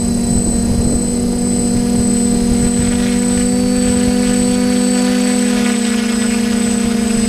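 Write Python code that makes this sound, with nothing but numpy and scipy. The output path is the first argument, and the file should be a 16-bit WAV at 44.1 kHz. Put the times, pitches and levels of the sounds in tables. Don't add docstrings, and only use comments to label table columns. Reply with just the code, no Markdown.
import sys
import numpy as np
from scipy import signal
from scipy.fft import rfft, irfft, next_fast_len
from scipy.io import wavfile

SR = 44100
rng = np.random.default_rng(int(sys.argv[2]) if len(sys.argv) > 2 else 0)


def transcribe(u):
    v = np.clip(np.atleast_2d(u).T, -1, 1)
    q = np.round(v * 32767).astype(np.int16)
    wavfile.write(sys.argv[1], SR, q)


N = 321048

# switching rate in Hz, level in dB relative to the common whistle level.
SWITCHING = [(8020.05, -10), (8049.62, -3), (8063.5, -19), (8082.8, -9), (8093.34, -18)]


def from_db(db):
    return 10 ** (np.asarray(db) / 20)


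def rms_one(x):
    return x / np.sqrt(np.mean(x ** 2) + 1e-20)


def in_time(rows):
    seconds, *columns = np.transpose(rows)
    return [np.interp(np.arange(N) / SR, seconds, column) for column in columns]


def drift(rate_hz):
    step, settling = 20, 4000
    pole = np.exp(-2 * np.pi * rate_hz * step / SR)
    noise = rng.standard_normal(N // step + settling + 2)
    slow = signal.lfilter([1], [1, -2 * pole, pole * pole], noise)[settling:]
    return np.interp(np.arange(N) / step, np.arange(len(slow)), rms_one(slow))


def coloured(x, spectrum):
    hz, db = np.transpose(spectrum)
    size = next_fast_len(N)
    log_hz = np.log(np.arange(1, size // 2 + 2) * SR / size)
    gain = from_db(np.interp(log_hz, np.log(hz), db, left=-60, right=-90))
    return rms_one(irfft(rfft(x, size) * gain, size)[:N])


def tone(angle, db):
    return np.sqrt(2) * from_db(db) * np.sin(angle)


def shaft(turns, wobble):
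    turns = turns + wobble * drift(16.0)
    return turns, 2 * np.pi * np.cumsum(turns) / SR


def rotor(turns, angle, blade_db, octave_db, whine_db, orders, sidebands, switch_hz, arm):
    blade_pass = tone(2 * angle, blade_db + 0.21 * drift(13.0))
    out = blade_pass + tone(4 * angle, octave_db + 0.34 * drift(18.0))
    load_db = .5 * (octave_db - np.mean(octave_db))
    arm_hz, width_hz, lift_db = arm
    switching = 2 * np.pi * switch_hz * np.arange(N) / SR
    waver_db = [0.93 * drift(2.3) for _ in range(4)]
    tones = [(0, k, db) for k, db in orders] + sidebands
    for i, (m, k, db) in enumerate(tones):
        detuning = (m * switch_hz + k * turns - arm_hz) / width_hz
        arm_gain_db = lift_db / (1 + detuning ** 2)
        drive_db = load_db if m == 0 and k <= 16 else whine_db
        level_db = db + arm_gain_db + waver_db[i % 4] + drive_db
        out += tone(m * (switching + i) + k * angle, level_db)
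    return out


def controllers():
    # time in seconds, common whistle level in dB.
    whistle = [(0, -25), (1.2, -25.5), (2.5, -24.5), (5, -27), (6.2, -27.5), (7.28, -28)]
    # time in seconds, distance below in Hz.
    creep = [(0, 1.84), (1.2, 1.78), (2.5, 1.64), (3.5, 1.72), (4, 2.04), (5, 2.06), (5.8, 2.33),
             (6.6, 2.08), (7.28, 2.12)]
    creep_share_db = -4.5
    in_step_s = .45
    level_db, = in_time(whistle)
    below_hz, = in_time(creep)
    t = np.arange(N) / SR - in_step_s
    lag = np.cumsum(below_hz) / SR - below_hz[0] * in_step_s
    cycles = [hz * t for hz, _ in SWITCHING] + [SWITCHING[1][0] * t - lag]
    shares_db = [db for _, db in SWITCHING] + [creep_share_db]
    return sum(tone(2 * np.pi * c, db + level_db + .8 * drift(5.0)) for c, db in zip(cycles, shares_db))


def far_motor():
    # time in seconds, mean pitch in Hz, mean level in dB.
    hunting = [(0, 4320, -62), (.65, 4260, -46), (.95, 4200, -53), (1.06, 4320, -49), (1.14, 4235, -47),
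               (1.29, 4230, -50), (1.42, 4200, -54), (1.6, 4270, -56), (1.7, 4305, -48), (1.86, 4250, -46),
               (2.1, 4310, -46), (2.4, 4300, -51), (2.9, 4200, -50), (3.3, 4200, -62), (7.28, 4200, -72)]
    hz, db = in_time(hunting)
    angle = 2 * np.pi * np.cumsum(hz + 7.8 * drift(19.0)) / SR
    return tone(angle, db + 2.3 * drift(8.0))


def eddies(turns):
    # time in seconds, turns per second added to the meeting rate (negative is later).
    eddy_lead = [(0, .3), (3, -.3), (5.4, .4), (6, 3), (7.28, 2.8)]
    # frequency in Hz, relative density in dB per Hz.
    chop_colour = [(520, 3.5), (880, -8), (1450, -1), (2450, -2), (3900, -7), (6400, -10.5), (9800, -16.5),
                   (15400, -34)]
    lead, = in_time(eddy_lead)
    jitter = .014 * drift(60.0)
    passes, met = 2 * np.cumsum([turns, turns + lead], axis=1) / SR + jitter
    steps = 180
    shape = (int(met[-1]) + 2, steps)
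    strength = from_db(1.9 * np.minimum(rng.exponential(1, shape), 4))
    sizes = strength * np.where(rng.random(shape) < .75, -1, 1)
    fresh = sizes * (rng.random(shape) < .3)
    lasting = signal.lfilter([1], [1, -.74], fresh, axis=0)
    snaps = np.interp(met * steps, np.arange(lasting.size), lasting.ravel())
    sweep = np.exp(0.76 * (np.cos(2 * np.pi * passes) - 1))
    return coloured(snaps * sweep * from_db(1.9 * drift(75.0)), chop_colour)


def chop(fast, slow):
    # time in seconds, level of the cut turbulence in dB.
    chop_level = [(0, -49), (1.2, -43), (2.5, -35.5), (2.9, -29), (3.15, -27.5), (3.25, -32), (3.38, -28),
                  (3.55, -36), (3.9, -29), (4.2, -30), (4.29, -27.5), (4.44, -31), (4.65, -29),
                  (4.92, -28.5), (5.05, -25.5), (5.4, -27), (5.62, -24), (5.82, -24.5), (5.94, -24),
                  (6.1, -24.5), (6.6, -27.5), (7.28, -29)]
    # time in seconds, share of the power cut by the slow rotor (0-1).
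    slow_share = [(0, 0.26), (5.4, 0.29), (5.9, 0.25), (7.28, .6)]
    level_db, = in_time(chop_level)
    share = np.clip(*in_time(slow_share), 0, 1)
    cut = np.sqrt(1 - share) * eddies(fast) + np.sqrt(share) * eddies(slow)
    return from_db(level_db) * cut


def wind():
    # time in seconds, mean rumble level in dB, mean flutter level in dB.
    steady_wind = [(0, -22, -27.5), (.8, -20, -22), (1.5, -23.5, -23.5), (2.2, -24.5, -29), (2.8, -25, -30),
                   (3.2, -27.5, -34), (4.6, -30, -34.5), (5, -39, -38), (5.9, -36.5, -36), (6.6, -33, -32),
                   (7.28, -30.5, -32)]
    # time of the peak in seconds, rumble added in dB, flutter added in dB.
    gusts = [(.12, -29, -46), (.36, -23, -46), (.5, -30, -28), (.79, -23, -47), (.95, -30, -31),
             (1.78, -23, -40), (2, -28, -36), (2.35, -18, -22), (2.53, -22, -26), (2.64, -19, -29),
             (2.8, -18, -42), (2.9, -21, -38), (3.04, -34, -50), (3.15, -28, -47), (3.4, -34, -48),
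             (3.65, -28, -50), (3.89, -25, -43), (4.08, -25, -34), (4.3, -27, -46), (4.44, -40, -46),
             (4.52, -27, -49), (5.6, -33, -49), (6.45, -37, -38), (6.7, -33, -44), (6.87, -32, -41),
             (7.18, -40, -66)]
    # frequency in Hz, relative density in dB per Hz.
    rumble_colour = [(16, 1), (42, 0), (72, 0.5), (115, -2), (185, -8.5), (310, -30), (600, -64)]
    flutter_colour = [(105, -12.5), (185, 0), (310, -5), (510, -10), (780, -20.5), (1500, -39), (2500, -46)]
    gust_s = 0.026
    t = np.arange(N) / SR
    rumble_gain, flutter_gain = from_db(in_time(steady_wind) + 1 * drift(10))
    for s, rumble_db, flutter_db in gusts:
        bump = np.exp(-((t - s) / gust_s) ** 2)
        rumble_gain = rumble_gain + from_db(rumble_db) * bump
        flutter_gain = flutter_gain + from_db(flutter_db) * bump
    rumble = coloured(rng.standard_normal(N), rumble_colour) * rumble_gain * from_db(2.0 * drift(60.0))
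    flutter = coloured(rng.standard_normal(N), flutter_colour) * flutter_gain * from_db(2.2 * drift(38.0))
    return rumble + flutter


def hiss(angle):
    # frequency in Hz, relative density in dB per Hz.
    hiss_colour = [(520, 5), (920, -3), (1450, -7), (2550, -7), (3720, -13.5), (4080, -4), (5100, -6.5),
                   (5700, -8), (7600, -9.5), (10100, -6.5), (10900, -12.5), (12200, -13.5), (13000, -16),
                   (15400, -19.5)]
    mean_db = -34.5
    air = coloured(rng.standard_normal(N), hiss_colour)
    throb = 1 + .3 * np.cos(2 * angle)
    return air * throb * from_db(mean_db + .5 * drift(12.0))


def dips():
    # start in seconds, nominal depth in dB (negative is a rise).
    dip_table = [(.17, -0.6), (.39, 0.6), (.96, 2), (1.23, 1.1), (2.68, 1.6), (5.72, 2), (6.0, 1.2),
                 (6.31, -0.3), (6.75, 0.5)]
    fall_s, recover_s = 0.005, 0.35
    depth_db = 0
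    for s, db in dip_table:
        after = np.maximum(np.arange(N) / SR - s, 0)
        depth_db = depth_db + db * (np.exp(-after / recover_s) - np.exp(-after / fall_s))
    return from_db(-depth_db)


def scene():
    # time in seconds, mean speed in turns per second.
    fast_speed = [(0, 118.2), (.25, 118.3), (.4, 117.9), (.7, 117.7), (1.1, 120.1), (1.3, 120),
                  (1.45, 120.9), (1.7, 119.9), (1.9, 120.2), (2.2, 119.5), (2.5, 119.4), (2.9, 120.7),
                  (3.5, 122.5), (3.65, 123.9), (3.8, 123.7), (4, 122.5), (4.15, 123.2), (4.45, 123),
                  (4.7, 123.6), (4.8, 123.3), (5.1, 124.4), (5.35, 123.5), (5.7, 120), (6, 118.6),
                  (6.6, 118.3), (6.9, 117.8), (7.28, 116.4)]
    slow_speed = [(0, 95.2), (.15, 95.8), (.45, 95.9), (.56, 97), (.8, 97.4), (1.12, 97.4), (1.25, 95.8),
                  (1.39, 95.4), (1.5, 95.9), (1.67, 95.9), (1.78, 97.4), (1.88, 97.7), (1.97, 98.9),
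                  (2.12, 99.7), (2.36, 98), (2.72, 97.9), (2.84, 96.8), (3.15, 97.7), (3.55, 96.9),
                  (3.75, 99), (3.92, 99.1), (4.1, 100.1), (4.45, 98.6), (4.7, 99.3), (5.12, 98.9),
                  (5.3, 101.2), (5.5, 101.6), (5.8, 104.1), (6.15, 105.6), (6.6, 103.9), (6.78, 102.5),
                  (6.9, 103.9), (7.15, 105), (7.28, 105.1)]
    # time in seconds, mean blade-pass level in dB, mean level of its octave in dB,
    # motor whine in dB relative to the order and sideband tables.
    fast_load = [(0, -17.5, -31.5, 1), (.4, -18, -33, -0.5), (.65, -17.5, -29.5, 0.5), (1.4, -16, -26, 2.5),
                 (3, -15, -25.5, .3), (3.8, -15.5, -22.5, .3), (5.1, -15, -23, 0), (5.6, -16, -24.5, -1),
                 (6.1, -16.3, -27, -3), (7.28, -17, -26, 1)]
    slow_load = [(0, -23.5, -35, 0), (.3, -20.5, -34, 1), (.8, -21, -34, 0.5), (1.1, -23.5, -33.5, 1),
                 (1.4, -20, -32.5, -1.5), (2.5, -19, -31.5, 1), (3.4, -19, -32.5, -1.5),
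                 (4.1, -18.5, -32, -1), (5.3, -18.5, -32, 1), (5.8, -17.5, -32, -1), (6.2, -17.5, -32, 1.5),
                 (6.6, -18.5, -33.5, -1), (7.28, -17, -32, 1.5)]
    # multiple of the turns per second, level in dB before load, waver and arm lift.
    fast_orders = [(6, -36), (8, -47), (10, -50), (12, -52), (14, -53), (16, -57), (42, -43.5), (48, -59),
                   (84, -52)]
    slow_orders = [(6, -45), (8, -49), (10, -50), (42, -45), (49, -56), (56, -53)]
    # multiple of the switching rate,
    # multiple of the turns per second added, level in dB before whine, waver and arm lift.
    fast_sidebands = [(1, -84, -52), (1, -42, -59), (1, -32, -51), (1, -28, -49), (1, -21, -59),
                      (1, -14, -50), (1, -2, -57), (1, 2, -55), (1, 4, -59), (1, 6, -55), (1, 8, -56),
                      (1, 10, -58), (1, 11, -57), (1, 13, -55), (1, 14, -50), (1, 15, -62), (1, 16, -62),
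                      (1, 21, -65), (2, -84, -55), (2, -42, -67), (2, -16, -71)]
    slow_sidebands = [(1, -42, -51), (1, -28, -49), (1, -21, -54), (1, -14, -50), (1, 6, -59), (1, 8, -54),
                      (1, 10, -60), (1, 14, -54), (1, 21, -54), (1, 42, -64)]
    # centre in Hz, half width in Hz, peak lift in dB.
    fast_arm = (4545, 55, 15)
    slow_arm = (5092, 45, 14)
    fast_hz, slow_hz = SWITCHING[0][0], SWITCHING[1][0]
    fast, fast_angle = shaft(*in_time(fast_speed), wobble=.22)
    slow, slow_angle = shaft(*in_time(slow_speed), wobble=.15)
    out = rotor(fast, fast_angle, *in_time(fast_load), fast_orders, fast_sidebands, fast_hz, fast_arm)
    out += rotor(slow, slow_angle, *in_time(slow_load), slow_orders, slow_sidebands, slow_hz, slow_arm)
    out += controllers() + far_motor()
    out += chop(fast, slow) + wind() + hiss(fast_angle)
    return out[None]


def record(dry):
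    cutoff_hz = 15300
    low_pass = signal.ellip(12, .5, 80, cutoff_hz, fs=SR, output="sos")
    return signal.sosfilt(low_pass, dry * dips())


dry = scene()
out = record(dry)
transcribe(out)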